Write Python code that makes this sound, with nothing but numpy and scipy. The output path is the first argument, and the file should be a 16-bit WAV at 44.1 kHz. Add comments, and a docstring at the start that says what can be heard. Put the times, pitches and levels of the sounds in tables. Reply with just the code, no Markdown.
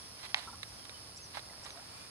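"""Dusk on a still lake

Close by on the right, a hard knock cracks and rings hollow, among clicks, dull slaps and grainy scuffs.
Soft gulps, of a frog or of the water, sound ahead, and tiny bubbles ring as the water laps.
Birds whistle and buzz, echoed by the wooded shore. Under it all lie a low, distant rumble,
the hush of open air and a high hiss like insects, made of fast ticks and noise."""
import sys
import numpy as np
from scipy import signal
from scipy.fft import rfft, irfft, next_fast_len
from scipy.io import wavfile
from scipy.ndimage import map_coordinates

SR = 44100
rng = np.random.default_rng(int(sys.argv[2]) if len(sys.argv) > 2 else 0)


def master(y):
    """Save y as 16-bit WAV."""
    cut = np.clip(np.atleast_2d(y).T, -1, 1)
    pcm = np.round(cut * 32767)  # scale
    wavfile.write(sys.argv[1], SR, pcm.astype(np.int16))


N = 92610

# tone color of the steady sounds (f/Hz, level/dB per Hz)
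RUMBLE_SPECTRUM = [(12, -110), (25, -104), (45, -88.5), (70, -81), (105, -80.5), (150, -86.5), (250, -89.5),
                   (450, -94.5), (800, -94.5), (1500, -108), (4000, -130)]
AIR_SPECTRUM = [(20, -108), (100, -91), (250, -92), (450, -91.5), (750, -91), (1100, -88.5), (1600, -92.5),
                (2700, -94.5), (3500, -95.5), (4700, -91), (5300, -93.5), (6000, -98), (7800, -102),
                (9500, -95.5), (11000, -107), (13500, -109), (15500, -115)]
INSECT_SPECTRUM = [(2000, -112), (3400, -94.5), (4100, -93.5), (4700, -83.5), (5450, -84), (5650, -80),
                   (5950, -101), (8100, -109), (8950, -94.5), (9500, -90.5), (10350, -88), (10700, -103),
                   (11600, -106), (13600, -111), (16300, -125)]
# notes of the far birds (t/s, length/s, start f/Hz, end f/Hz, level/dB)
SONG_NOTES = [(0, 0.08, 3450, 3320, -61.5), (.16, 0.25, 3050, 3480, -62), (.42, 0.11, 3560, 3620, -60),
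              (0.776, 0.1, 3330, 3060, -60), (0.902, 0.07, 3160, 2970, -59),
              (1.17, 0.067, 2480, 2820, -61.5), (1.906, 0.18, 2370, 2441, -60),
              (1.967, 0.13, 3280, 3700, -61.5)]
# calls of the nearer bird (t/s, buzz level/dB, whistle level/dB)
CHIRPS = [(.668, -57, -65), (1.157, -43.5, -54), (1.628, -45.5, -57)]
# rubbing strokes (peak t/s, rise/s, fall/s, level/dB)
SCUFFS = [(.205, 0.034, 0.044, -52.5), (.252, 0.024, .018, -40.5), (.3, 0.018, .025, -51),
          (.352, 0.0035, 0.036, -46), (0.377, 0.02, 0.036, -39.5), (0.428, 0.013, 0.035, -46.5),
          (1.355, 0.015, 0.013, -40), (1.376, 0.0094, 0.024, -44), (1.665, 0.027, 0.041, -49),
          (1.78, 0.063, 0.079, -56.5)]
# when each hit lands and how hard (t/s, level/dB)
KNOCKS = [(.3449, 2.5)]
CLICKS = [(.6312, -14.5), (.6322, -13), (.853, -22.5), (.8953, -18), (.9595, -34), (.372, -23),
          (1.394, -19), (1.664, -19), (1.7055, -21.5)]
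SLAPS = [(1.3711, -14.5), (1.3722, -21.5), (1.3742, -32), (1.3772, -19), (1.658, -23.5)]
# tone color of a scuff grain, the knock's crack, a click and a slap (f/Hz, relative level/dB)
SCUFF_SPECTRUM = [(150, -27), (450, -18.5), (720, -1), (980, 3), (1350, -3.5), (2000, 0.5), (3000, -3.5),
                  (4100, 1), (5200, -9), (6500, -18), (10000, -15.5), (15000, -47)]
CRACK_SPECTRUM = [(100, -47), (380, -24), (600, -16.5), (850, -8), (1250, -9.5), (1900, 1), (3700, 0),
                  (5400, -9.5), (7500, -28), (9200, -25), (11500, -44), (16000, -47)]
CLICK_SPECTRUM = [(150, -23), (600, -3), (850, -35), (1200, -2.5), (1450, -8), (1850, -3.5), (2500, -4.5),
                  (3200, -9), (3850, 4.5), (4600, -19), (7500, -19.5), (9800, -15), (12000, -37)]
SLAP_SPECTRUM = [(120, -22), (400, -20), (580, 2.5), (1150, 1.5), (1500, 2), (1900, -5), (2800, -12),
                 (4800, -8.5), (7000, -29), (15000, -30)]
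# tones of the knock's hollow ring (f/Hz, relative level/dB, time to fade by 60 dB/s)
RING_TONES = [(821, -21, 0.016), (955, -23, 0.012), (2110, -23.5, 0.012), (2620, -21, 0.009),
              (3440, -50, .009)]
# gulping tones (t/s, length/s, start f/Hz, end f/Hz, level/dB)
GULPS = [(.47, 0.0466, 860, 1064, -52), (0.473, 0.024, 1290, 1370, -46), (0.473, 0.0057, 1050, 1100, -46.5),
         (.526, 0.014, 980, 766, -51.5), (.527, 0.024, 1380, 1300, -53), (0.538, 0.025, 1050, 1190, -55.5),
         (1.495, 0.013, 2080, 2060, -55), (1.755, 0.041, 660, 700, -56.5)]
# spells of lapping water (peak t/s, half width/s, level/dB)
LAPS = [(.93, 0.053, -64.5), (1.09, 0.032, -61.5), (1.54, 0.1, -57.5), (1.66, 0.049, -59.5),
        (1.78, 0.065, -57)]
# how much weaker the left ear hears hits and insects (f/Hz, level/dB)
HEAD_SHADOW = [(300, -14), (850, -9.5), (1800, -8), (2700, -0.5), (4200, -20.5), (9000, -12)]
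INSECT_SHADOW = [(3000, -12), (4700, -12), (5400, -4), (9000, -2)]

NEAR_LAG_S, FAR_LAG_S = 0.00015, 0.00009  # left ear's delay for near and far sounds


def amp(db):
    """Turn decibels into a gain."""
    return 10 ** (np.asarray(db) / 20)


def unit(x):
    """Scale a sound to an average strength (rms) of 1."""
    return x / np.sqrt(np.mean(x ** 2) + 1e-20)


def gain_at(points, hz):
    """The gain at any frequency, read between (f/Hz, level/dB) points on a log axis."""
    f, db = np.transpose(points)
    return amp(np.interp(np.log(hz + 1), np.log(f + 1), db))


def wobble(rate):
    """A smooth curve through rate random values a second."""
    values = rng.standard_normal(int(N * rate / SR) + 4)
    return map_coordinates(values, [np.arange(N) * rate / SR])


def filtered(x, response):
    """Scale and delay each frequency of x as response(hz) says."""
    size = next_fast_len(N + SR // 2)
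    return irfft(rfft(x, size) * response(np.fft.rfftfreq(size, 1 / SR)), size)[..., :N]


def snap(spectrum, size=2048):
    """A sudden pulse of energy 1 with this tone color."""
    cepstrum = irfft(np.log(gain_at(spectrum, np.fft.rfftfreq(size, 1 / SR))))
    cepstrum[1:size // 2] *= 2  # folding it in half packs the energy at the pulse's start
    cepstrum[size // 2 + 1:] = 0
    pulse = irfft(np.exp(rfft(cepstrum)))
    return pulse / np.linalg.norm(pulse)


def add(track, s, sound):
    """Mix a sound into a track at s seconds."""
    i = max(0, round(s * SR))
    track[..., i:i + sound.shape[-1]] += sound[..., :max(0, N - i)]


def from_right(x, shadow, lag_s):
    """A sound on the right reaches the left ear later and weaker."""
    left = filtered(x, lambda hz: gain_at(shadow, hz) * np.exp(-2j * np.pi * hz * lag_s))
    return np.array([left, x])


def echoes(x, fade_s, size):
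    """Many reflections smear x into a stereo tail that drops 60 dB in fade_s."""
    tail = rng.standard_normal((2, size)) * amp(-60 * np.arange(size) / SR / fade_s)
    tail /= np.linalg.norm(tail, axis=1, keepdims=True)
    return signal.fftconvolve(x[None], tail, axes=1)[:, :N]


def glide(s, length, start_hz, end_hz, rough_hz, peak=0.38):
    """A sliding, slightly unsteady tone, loudest at the fraction peak of its length."""
    progress = np.clip((np.arange(N) / SR - s) / length, 0, 1)
    hz = start_hz + (end_hz - start_hz) * progress + rough_hz * wobble(700)
    swell = np.sin(np.pi / 2 * np.interp(progress, [0, peak, 1], [0, 1, 0]))
    return np.sqrt(2) * swell * np.sin(2 * np.pi * np.cumsum(hz) / SR)


def hits(rows, pulse, shadow, scatter_db):
    """One pulse a row from the right; nearby surfaces scatter each one."""
    direct, scatter = np.zeros(N), np.zeros((2, N))
    for s, db in rows:
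        add(direct, s, amp(db) * pulse)
        add(scatter, s + 0.000704, amp(db + scatter_db) * echoes(pulse, fade_s=0.022, size=2048))
    return from_right(direct, shadow, NEAR_LAG_S) + scatter * amp([[-5], [0]])


def colored(x, spectrum, pitch=1):
    """Give plain noise a tone color; a pitch below 1 moves it down."""
    return filtered(x, lambda hz: np.sqrt(SR / 2) * gain_at(spectrum, hz / pitch))


def evening_air():
    """A rumble alike in both ears and open air all round, both wavering a little."""
    rumble = colored(rng.standard_normal((1, N)), RUMBLE_SPECTRUM) * amp(0.53 * wobble(12.24))
    air = colored(rng.standard_normal((2, N)), AIR_SPECTRUM) * amp(0.69 * wobble(8.4))
    return rumble + air


def insects(pairs_per_s=147.2, jitter_s=0.00002, backstroke_db=-10, tick_share=0.32, sag=0.035):
    """Fast strong-weak ticks and noise in two shrill bands, plus a thin tone; the pitch slowly sags."""
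    progress = np.arange(N) / N
    stroke = np.arange(int(2 * pairs_per_s * N / SR))
    slip, spread_db = rng.standard_normal((len(stroke), 2)).T
    tick_s = stroke / (2 * pairs_per_s) + jitter_s * slip
    tick_at = np.clip(np.round(tick_s * SR), 0, N - 1).astype(int)
    ticks = unit(np.bincount(tick_at, amp(backstroke_db * (stroke % 2) + spread_db), N))
    rasp = np.sqrt(tick_share) * ticks + np.sqrt(1 - tick_share) * rng.standard_normal(N)
    early, late = [colored(rasp, INSECT_SPECTRUM, pitch) for pitch in (1, 1 - sag)]
    whine_hz = 5350 * (1 - sag * progress) + 74.7 * wobble(500)
    whine = amp(-62) * np.sqrt(2) * np.sin(2 * np.pi * np.cumsum(whine_hz) / SR)
    chorus = (1 - progress) * early + amp(-1.5) * progress * late + whine
    return from_right(chorus * amp(0.38 * wobble(6.95)), INSECT_SHADOW, FAR_LAG_S)


def birds(flutter_db=3.5, trill_hz=145.7, buzz_s=0.0297):
    """Far song, and a nearer bird's rising buzz and falling whistle; the wooded shore echoes them."""
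    song = sum(amp(db) * glide(*note, rough_hz=41.6) for *note, db in SONG_NOTES)
    far = from_right(song * amp(flutter_db * wobble(59.05)), [(3000, -6)], FAR_LAG_S)
    flip = np.sin(np.pi * trill_hz * np.arange(N) / SR) ** 2  # the buzz flips between two pitches
    near = np.zeros(N)
    for s, buzz_db, whistle_db in CHIRPS:
        lower = glide(s, buzz_s, 5060, 6160, rough_hz=174, peak=0.69)
        upper = glide(s, buzz_s, 7380, 7650, rough_hz=174, peak=0.69)
        near += amp(buzz_db) * (flip ** 2 * lower + amp(-5) * (1 - flip) ** 2 * upper)
        near += amp(whistle_db) * glide(s + 0.051, 0.072, 6730, 5350, rough_hz=89, peak=0.47)
    calls = amp(-3.5) * far + amp(-12) * near
    shore = np.array([echoes(calls[ear], fade_s=0.2, size=22050)[ear] for ear in (0, 1)])
    return far + near * amp([[-1], [0]]) + shore


def scuffs(grains_per_s=2500, spread_db=3.5, shared=0.44, left_db=-7.5):
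    """Rubbing makes crowds of tiny clicks, in strokes that swell and fade."""
    t = np.arange(N) / SR
    power = sum(amp(db) ** 2 * np.exp(-2 * ((t - s) / np.where(t < s, rise, fall)) ** 2)
                for s, rise, fall, db in SCUFFS)
    grains = (rng.random((3, N)) < grains_per_s / SR) * rng.choice([-1, 1], (3, N))
    grains = grains * amp(spread_db * rng.standard_normal((3, N)))
    rub = unit(signal.fftconvolve(grains, snap(SCUFF_SPECTRUM)[None], axes=1)[:, :N])
    both_ears, each_ear = from_right(rub[0], [(1000, 0)], NEAR_LAG_S), rub[1:]
    stereo = np.sqrt(shared) * both_ears + np.sqrt(1 - shared) * each_ear
    return np.sqrt(power) * stereo * amp([[left_db], [0]])


def knock(ring_delay_s=0.00044, ring_rise_s=0.0012):
    """A hard crack, then a hollow ring that dies almost at once."""
    crack = snap(CRACK_SPECTRUM)
    t = np.maximum(np.arange(len(crack)) / SR - ring_delay_s, 0)
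    ring = sum(amp(db - 60 * t / fade_s) * np.sin(2 * np.pi * hz * t) for hz, db, fade_s in RING_TONES)
    ring *= 1 - np.exp(-t / ring_rise_s)
    return hits(KNOCKS, crack + ring, HEAD_SHADOW, scatter_db=-10.5)


def clicks():
    """Small hits, each one short bright pulse."""
    return hits(CLICKS, snap(CLICK_SPECTRUM), HEAD_SHADOW, scatter_db=-6.5)


def gulps():
    """Short bubbling tones, the same in both ears, so they sound straight ahead."""
    tones = sum(amp(db) * glide(*note, rough_hz=59.4, peak=0.34) for *note, db in GULPS)
    return np.array([tones, tones])


def lapping(bubbles_per_s=500, middle_hz=1096, octaves=2.18, ring_cycles=4.6):
    """The water stirs up crowds of tiny bubbles, each ringing briefly at its own pitch."""
    t, age = np.arange(N) / SR, np.arange(1024) / SR
    power = sum(amp(db) ** 2 * np.exp(-2 * ((t - s) / width) ** 2) for s, width, db in LAPS)
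    water = np.zeros((2, N))
    for when, pitch, strength, side in rng.random((int(bubbles_per_s * N / SR), 4)):
        cycles = middle_hz * 2 ** (octaves * (pitch - 0.5)) * age
        rise_and_fade = (1 - np.exp(-2 * cycles)) * np.exp(-2 * cycles / ring_cycles)
        bubble = strength ** 2 * rise_and_fade * np.sin(2 * np.pi * cycles)
        add(water, when * N / SR, np.sqrt([[side], [1 - side]]) * bubble)
    return np.sqrt(power) * unit(water)


def slaps():
    """Duller hits, with less treble and more scatter."""
    return hits(SLAPS, snap(SLAP_SPECTRUM), shadow=[(800, -11), (4000, -24)], scatter_db=0.5)


def scene():
    """Everything heard from the water's edge."""
    close_by = knock() + clicks() + slaps() + scuffs()
    return close_by + gulps() + lapping() + birds() + insects() + evening_air()


def record(dry):
    """Cut away the very highest treble."""
    return filtered(dry, lambda hz: hz < 15730)


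dry = scene()
out = record(dry)
master(out)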